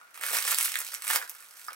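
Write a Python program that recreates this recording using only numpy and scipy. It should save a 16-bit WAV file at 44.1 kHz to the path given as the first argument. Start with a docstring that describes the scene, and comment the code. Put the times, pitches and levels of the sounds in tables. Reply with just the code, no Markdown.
"""A dense foil crackle with sharp single snaps, then a rest, a springing back and slow ticking; a dent pops out.
Place: a small room. Two hands squeeze and release a stuffed paper toy in foil, close to a microphone pair.
Snaps and crackle are very short noise bursts coloured as foil; dull knocks are bursts in a low, narrow band.
The dent is a fluttering, falling sine ping. A faint hollow ring, scattered echoes and steady hiss surround it."""
import sys
import numpy as np
from scipy import signal
from scipy.fft import rfft, irfft
from scipy.io import wavfile
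from scipy.ndimage import uniform_filter1d

SR = 44100
rng = np.random.default_rng(int(sys.argv[2]) if len(sys.argv) > 2 else 0)


def inscribe(sig):
    """Save sig as 16-bit PCM at rate SR to the path in sys.argv[1].

    A 1-D sig is mono; a 2-D sig holds one channel per row.
    Samples are clipped to [-1, 1] before scaling.
    """
    pcm = np.round(np.clip(np.atleast_2d(sig).T, -1, 1) * 32767)
    wavfile.write(sys.argv[1], SR, pcm.astype(np.int16))


N = 77175  # samples

# steady room air and hiss: f/Hz, relative level/dB
AIR_COLOUR = [(30, -19.5), (150, -21), (600, -8.5), (1150, -3.5), (1440, 3.5), (1750, -1), (3000, -13),
              (16000, -19)]
AIR_DB = -58.5  # RMS per microphone

# faint modes of the hollow space round the toy: f/Hz, level/dB
HOLLOW_MODES = [(1240, -27), (1435, -21), (1643, -29), (1900, -51)]
HOLLOW_T60_S = 0.12
HOLLOW_AIR_DB = -1.5  # how strongly the room air wakes the hollow

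# single creases snapping: t/s, body level/dB, bite level/dB, sparkle level/dB (before SNAP_TRIM_DB)
SNAP_EVENTS = [(0.013, -46.5, -63, -76), (0.0315, -55.5, -68, -69), (0.143, -51, -46.5, -46),
               (0.1752, -39.5, -50, -38.5), (0.2118, -35, -58, -33), (0.2363, -24.5, -35, -29),
               (0.2648, -29.5, -44, -24.5), (0.3062, -43, -53, -27.5), (0.3311, -53, -41, -23.5),
               (0.3445, -29, -41, -25.5), (0.3489, -30, -42, -32), (0.3595, -34, -30, -32),
               (0.3693, -28, -28.5, -40), (0.379, -28.5, -40, -45), (0.3862, -29, -24.5, -33),
               (0.4252, -50, -28, -27), (0.4509, -31, -31, -28), (0.478, -25.5, -37, -27),
               (0.5088, -30.5, -35, -24.5), (0.5108, -38, -26, -26), (0.5159, -37, -28.5, -18.5),
               (0.5197, -22.5, -33, -33), (0.5458, -42, -23, -23.5), (0.5858, -28.5, -25.5, -16.5),
               (0.6102, -26, -30, -21), (0.6283, -32.5, -34, -18.5), (0.6472, -33.5, -30, -23),
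               (0.652, -35, -35, -22.5), (0.6568, -31.5, -36, -22.5), (0.6795, -28, -48, -39),
               (0.689, -38, -37, -38), (0.7194, -34, -32.5, -30), (0.7413, -29.5, -30.5, -42),
               (0.7558, -20.5, -29, -29), (0.7714, -35, -32, -45), (0.7892, -55, -44, -23.5),
               (0.8042, -46, -40, -24.5), (0.8154, -33.5, -35, -33), (0.8485, -47, -37, -32.5),
               (0.8662, -39, -37, -34), (0.8775, -54, -36, -37), (0.921, -40, -39, -56),
               (0.9355, -34, -43, -49), (0.9416, -47, -46, -26), (0.9478, -37, -30.5, -40),
               (0.9667, -45, -44, -49), (1.0213, -36.5, -34, -31.5), (1.042, -37.5, -41, -34),
               (1.0475, -46, -40, -32), (1.0689, -33, -35, -30), (1.079, -33, -31, -22),
               (1.1022, -20.5, -31, -31), (1.11, -27, -34, -25), (1.1327, -23, -40, -33),
               (1.1597, -21, -21, -19.5), (1.1866, -34.5, -44, -45), (1.2152, -30.5, -45, -44),
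               (1.2252, -31.5, -41.5, -45), (1.2769, -49, -44, -44), (1.296, -47, -40, -28.5),
               (1.3495, -47, -60, -43), (1.404, -55, -52, -44), (1.4238, -47, -50, -47),
               (1.566, -50, -58, -49), (1.5943, -48, -51, -46), (1.648, -63, -49, -43),
               (1.731, -45, -43, -38)]
# colour of a buckling crease: f/Hz, level/dB
FOIL_COLOUR = [(60, -42), (200, -30), (350, -17.5), (500, -6), (800, -5.5), (1000, -1.24), (1400, 0.5),
               (2400, 0), (3400, -5), (5500, -2.5), (7000, -4), (8400, 1), (9600, -3.5), (11000, -1.5),
               (15500, -7)]
# the body sounds higher as the foil is pressed tight, lower as it slackens: t/s, centre f/Hz
BODY_CENTRE = [(0.14, 1430), (0.25, 2020), (0.37, 1470), (0.49, 2180), (0.76, 2080), (1.05, 1950),
               (1.225, 1370), (1.3, 1650)]
BODY_OCTAVES = 0.8  # bandwidth
BASS_TOP_HZ, BODY_TOP_HZ, BITE_TOP_HZ = 948, 2930, 7840
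SNAP_TRIM_DB, SNAP_SPAN_S = -2.5, 0.0025  # table levels are RMS over this span
SNAP_DECAY_S, SNAP_CLICK = 0.00053, 1.38  # click height against noise of RMS one
# strong creases flip at once, weaker ones stutter for longer
CLEAN_SNAP_DB, SLUGGISH_S_PER_DB = -23, 0.00007

# decay of the room's tail: f/Hz, T60/s
TAIL_T60 = [(300, 0.34), (1300, 0.28), (16000, 0.22)]
# strength of the room's tail: f/Hz, level/dB
TAIL_LEVEL = [(300, -10), (1300, -3.5), (9000, -8.5), (16000, -5)]
EARLY_DB, EARLY_T60_S = -1.5, 0.093
# the microphones' echoes are alike in the bass, and keep a least likeness in the treble
LIKENESS_HZ, LIKENESS_LEAST = 1820, 0.36

# level of the dense crackle: t/s, bass level/dB, body level/dB, treble level/dB (before CRACKLE_TRIM_DB)
CRACKLE_LEVELS = [(0.135, -74, -66, -66.5), (0.15, -65.5, -50, -49), (0.202, -55, -50, -51),
                  (0.22, -47, -39, -37.5), (0.275, -50.5, -37.5, -33), (0.315, -41.5, -35, -34.5),
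                  (0.344, -38.5, -33, -26.5), (0.383, -46, -37, -29.5), (0.436, -57, -41.5, -35),
                  (0.484, -47.5, -35, -26.5), (0.526, -44, -34.5, -30), (0.564, -55, -40, -32.5),
                  (0.61, -52.5, -36.5, -28.5), (0.655, -58, -43.5, -30.5), (0.74, -58, -46.5, -40),
                  (0.765, -60, -45, -38.5), (0.815, -60, -45, -41), (0.84, -64.5, -52.5, -44),
                  (0.93, -55, -52, -41), (1.01, -66, -54, -50.5), (1.066, -57, -42.5, -37.5),
                  (1.098, -45.5, -33.5, -28.5), (1.161, -41, -35.5, -27), (1.182, -45, -45, -41.5),
                  (1.23, -52, -60, -49), (1.26, -61, -59, -50), (1.42, -74, -57.5, -53),
                  (1.48, -74, -64.5, -53), (1.579, -67.5, -58, -50.5), (1.677, -77, -60, -48),
                  (1.715, -53, -47.5, -55.5), (1.745, -69, -58, -61.5)]
# small creases per second at full squeeze: bass, body, treble [1/s]
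GRAIN_RATES = (830, 900, 2400)
THINNING = 0.5  # gentler squeezing buckles fewer creases: dB of rate per dB of treble level
GRAIN_SPREAD_DB, GRAIN_MAX_DB, GRAIN_COLOUR_DB = 3, 14, 3.5
GRAIN_DECAY_S = 0.00056
CRACKLE_TRIM_DB, EVEN_S = -3, 0.061  # EVEN_S: span over which the power is evened

# paper under the foil giving way: t/s, level/dB (before SNAP_TRIM_DB)
KNOCK_EVENTS = [(0.3135, -40), (0.3445, -54), (0.3785, -38), (0.4545, -36.5), (0.811, -44.5),
                (1.1605, -34.5)]
KNOCK_HZ = 524

# a dent popping out and fluttering: t/s, level/dB
POP_EVENTS = [(1.6835, -25), (1.6875, -39), (1.6936, -31), (1.697, -46), (1.6992, -47)]
POP_HZ, POP_RISE_S, POP_GLIDE = 1340, 0.00076, 0.028  # the falling pitch passes POP_HZ after two rises
POP_OVERTONE_HZ, POP_OVERTONE_DB = 5160, -10.5
POP_LOWEST_HZ = 420  # the ping carries no bass below this

# balance of the microphone pair: f/Hz, left minus right level/dB
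PAIR_BALANCE = [(300, 0.3), (1300, -2.8), (4000, -4.5), (12000, -3.5)]
# phase by which the left microphone leads: f/Hz, phase/rad
PAIR_LEAD = [(100, 1), (400, 1.68), (1400, 1.415), (3500, 1.52), (7000, 0.71), (14000, 0.071)]
PATCH_PAN_DB = 2  # left minus right for the direct sound of an outermost patch
EDGE_HZ = 15900  # top of the recorder's band


def amp(db):
    """Amplitude of a level in dB."""
    return 10 ** (np.asarray(db) / 20)


def unit(x):
    """Scales to an energy of one."""
    return x / np.sqrt(np.sum(x ** 2, -1, keepdims=True) + 1e-20)


def read(points, hz):
    """Reads a table on a log-frequency axis."""
    f, value = np.transpose(points)
    return np.interp(np.log(hz + 1), np.log(f + 1), value)


def add(mix, s, sound):
    """Mixes a sound in at a time."""
    part = mix[round(s * SR):][:len(sound)]
    part += sound[:len(part)]


def colour(x, points, size=2048):
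    """Causal minimum-phase filter with the given spectrum, made by folding its cepstrum."""
    cepstrum = irfft(np.log(amp(read(points, np.fft.rfftfreq(size, 1 / SR)))))
    cepstrum[1:size // 2] *= 2
    cepstrum[size // 2 + 1:] = 0
    response = irfft(np.exp(rfft(cepstrum)))
    return signal.fftconvolve(x, response)[:len(x)]


def split(x, edges_hz, order=3):
    """Splits a sound into bands, lowest first."""
    bands = []
    for hz in edges_hz:
        bands.append(signal.sosfilt(signal.butter(order, hz, fs=SR, output="sos"), x))
        x = signal.sosfilt(signal.butter(order, hz, "high", fs=SR, output="sos"), x)
    return bands + [x]


def air():
    """Quiet room air and hiss: coloured noise, independent in each microphone."""
    noise = rng.standard_normal((2, N))
    coloured = np.array([colour(z, AIR_COLOUR) for z in noise])
    return amp(AIR_DB) * np.sqrt(N) * unit(coloured)


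def hollow(x):
    """The hollow space answers a sound with a few decaying modes."""
    t = np.arange(SR // 4) / SR
    decay = amp(-60 * t / HOLLOW_T60_S)
    ring = sum(amp(db) * unit(np.sin(2 * np.pi * hz * t) * decay) for hz, db in HOLLOW_MODES)
    return signal.fftconvolve(x, ring)[:N]


def buckle(decay_s, size=600):
    """One crease flips: a click, then a very short shiver of the sheet."""
    shiver = rng.standard_normal(size) * np.exp(-np.arange(size) / SR / decay_s)
    shiver[0] = SNAP_CLICK * rng.choice([-1, 1])
    return unit(colour(shiver, FOIL_COLOUR))


def body_of(x, hz):
    """The flexing patch of sheet favours one band."""
    edges = hz * 2 ** (BODY_OCTAVES * np.array([-.5, .5]))
    b, a = signal.butter(1, edges, "band", fs=SR)
    return unit(signal.lfilter(b, a, x))


def snaps(count):
    """Large creases flip, each on one patch of the sheet with its own brightness."""
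    out = np.zeros((count, N))
    for k, (s, *levels_db) in enumerate(SNAP_EVENTS):
        weakness_db = max(CLEAN_SNAP_DB - max(levels_db), 0)
        crease = buckle(SNAP_DECAY_S + SLUGGISH_S_PER_DB * weakness_db)
        body, bite, sparkle = split(crease, [BODY_TOP_HZ, BITE_TOP_HZ])
        body = body_of(body, np.interp(s, *np.transpose(BODY_CENTRE)))
        bands = unit(np.array([body, bite, sparkle]))
        add(out[k % count], s, amp(levels_db) @ bands)
    return out * amp(SNAP_TRIM_DB) * np.sqrt(SNAP_SPAN_S * SR)


def echoes(size=256):
    """Scattered echoes for each microphone: quick ones off hands and table, then the room's tail."""
    shape = (2, SR // 2)
    taps = rng.standard_normal(shape) * (rng.random(shape) < .15)
    taps[:, :size // 4] = 0  # a gap after the direct sound
    hz, t, z = signal.stft(taps, SR, nperseg=size)
    hz = hz[:, None]
    likeness = 1 / np.sqrt(1 + (hz / LIKENESS_HZ) ** 4)
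    likeness = np.clip(likeness, LIKENESS_LEAST, 1)
    z[1] = likeness * z[0] + np.sqrt(1 - likeness ** 2) * z[1]
    early = amp(EARLY_DB) * unit(amp(-60 * t / EARLY_T60_S))
    late = amp(read(TAIL_LEVEL, hz)) * unit(amp(-60 * t / read(TAIL_T60, hz)))
    z *= np.hypot(early, late) * np.sqrt(len(t) / np.sum(taps[0] ** 2))
    return signal.istft(z, SR, nperseg=size)[1]


def crackle(count, kinds=60, order=9):
    """Small creases of many colours buckle at random; all glint, fewer have body and fewer still bass."""
    time = np.arange(N) / SR
    times, *levels_db = np.transpose(CRACKLE_LEVELS)
    treble_db = levels_db[-1]
    effort_db = np.interp(time, times, treble_db - treble_db.max())
    rates = np.outer(GRAIN_RATES, amp(THINNING * effort_db))
    grains = np.zeros((len(GRAIN_RATES), count, N))
    for k in range(kinds):
        tint_hz = np.geomspace(FOIL_COLOUR[2][0], EDGE_HZ, order)
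        tint = np.c_[tint_hz, GRAIN_COLOUR_DB * rng.standard_normal(order)]
        sizes_db = np.minimum(GRAIN_SPREAD_DB * rng.exponential(1, N), GRAIN_MAX_DB)
        sizes = amp(sizes_db) * rng.choice([-1, 1], N)
        # one draw serves all bands, so every bass grain also has body and treble
        trains = sizes * (rng.random(N) < rates / kinds / SR)
        grain = unit(colour(buckle(GRAIN_DECAY_S), tint))
        grains[:, k % count] += signal.oaconvolve(trains, grain[None], axes=1)[:, :N]
    out, span = np.zeros((count, N)), round(EVEN_S * SR)
    for k, level_db in enumerate(levels_db):
        band = split(grains[k], [BASS_TOP_HZ, BODY_TOP_HZ])[k]
        power = uniform_filter1d((band ** 2).sum(0), span)
        power = uniform_filter1d(power, span)
        evened = band / np.sqrt(abs(power) + 1e-12)
        out += evened * amp(np.interp(time, times, level_db))
    return out * amp(CRACKLE_TRIM_DB)


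def knocks(count):
    """The paper under the foil gives way with a dull knock: a buckle heard through a low band."""
    out = np.zeros((count, N))
    for k, (s, level_db) in enumerate(KNOCK_EVENTS):
        add(out[k % count], s, amp(level_db) * body_of(buckle(SNAP_DECAY_S), KNOCK_HZ))
    return out * amp(SNAP_TRIM_DB) * np.sqrt(SNAP_SPAN_S * SR)


def dent():
    """A foil panel pops out with a short ping and flutters, each time ringing for a few falling cycles."""
    out, t = np.zeros(N), np.arange(0, 10 * POP_RISE_S, 1 / SR)
    u = t / POP_RISE_S
    swell = (u * np.exp(1 - u)) ** 2
    pitch_hz = POP_HZ * (1 + POP_GLIDE * (1 - u / 2))
    ring = swell * np.sin(2 * np.pi * np.cumsum(pitch_hz) / SR)
    for s, level_db in POP_EVENTS:
        add(out, s, amp(level_db) * ring)
    # only the first pop has the overtone
    s, level_db = POP_EVENTS[0]
    overtone = swell * np.sin(2 * np.pi * POP_OVERTONE_HZ * t)
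    add(out, s, amp(level_db + POP_OVERTONE_DB) * overtone)
    return split(out, [POP_LOWEST_HZ])[1]


def scene(count=10):
    """Each patch of foil reaches two close microphones by its own direct path and echoes."""
    floor = air()
    patches = snaps(count) + crackle(count) + knocks(count)
    patches[0] += dent()
    side = np.array([[.5], [-.5]])  # left, right
    heard = np.zeros((2, N)) + hollow(patches.sum(0) + amp(HOLLOW_AIR_DB) * floor[0])
    for patch, place in zip(patches, np.linspace(-1, 1, count)):
        direct = patch * amp(side * place * PATCH_PAN_DB)
        reflected = signal.fftconvolve(patch[None], echoes(), axes=1)[:, :N]
        heard += direct + reflected
    hz = np.fft.rfftfreq(2 * N, 1 / SR)
    pair = amp(side * read(PAIR_BALANCE, hz)) * np.exp(1j * side * read(PAIR_LEAD, hz))
    return irfft(rfft(heard, 2 * N) * pair)[:, :N] + floor


def record(dry):
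    """The recorder's band limit: a steep low-pass."""
    lowpass = signal.firwin(511, EDGE_HZ, window=("kaiser", 9), fs=SR)
    return signal.oaconvolve(dry, lowpass[None], "same")


dry = scene()
out = record(dry)
inscribe(out)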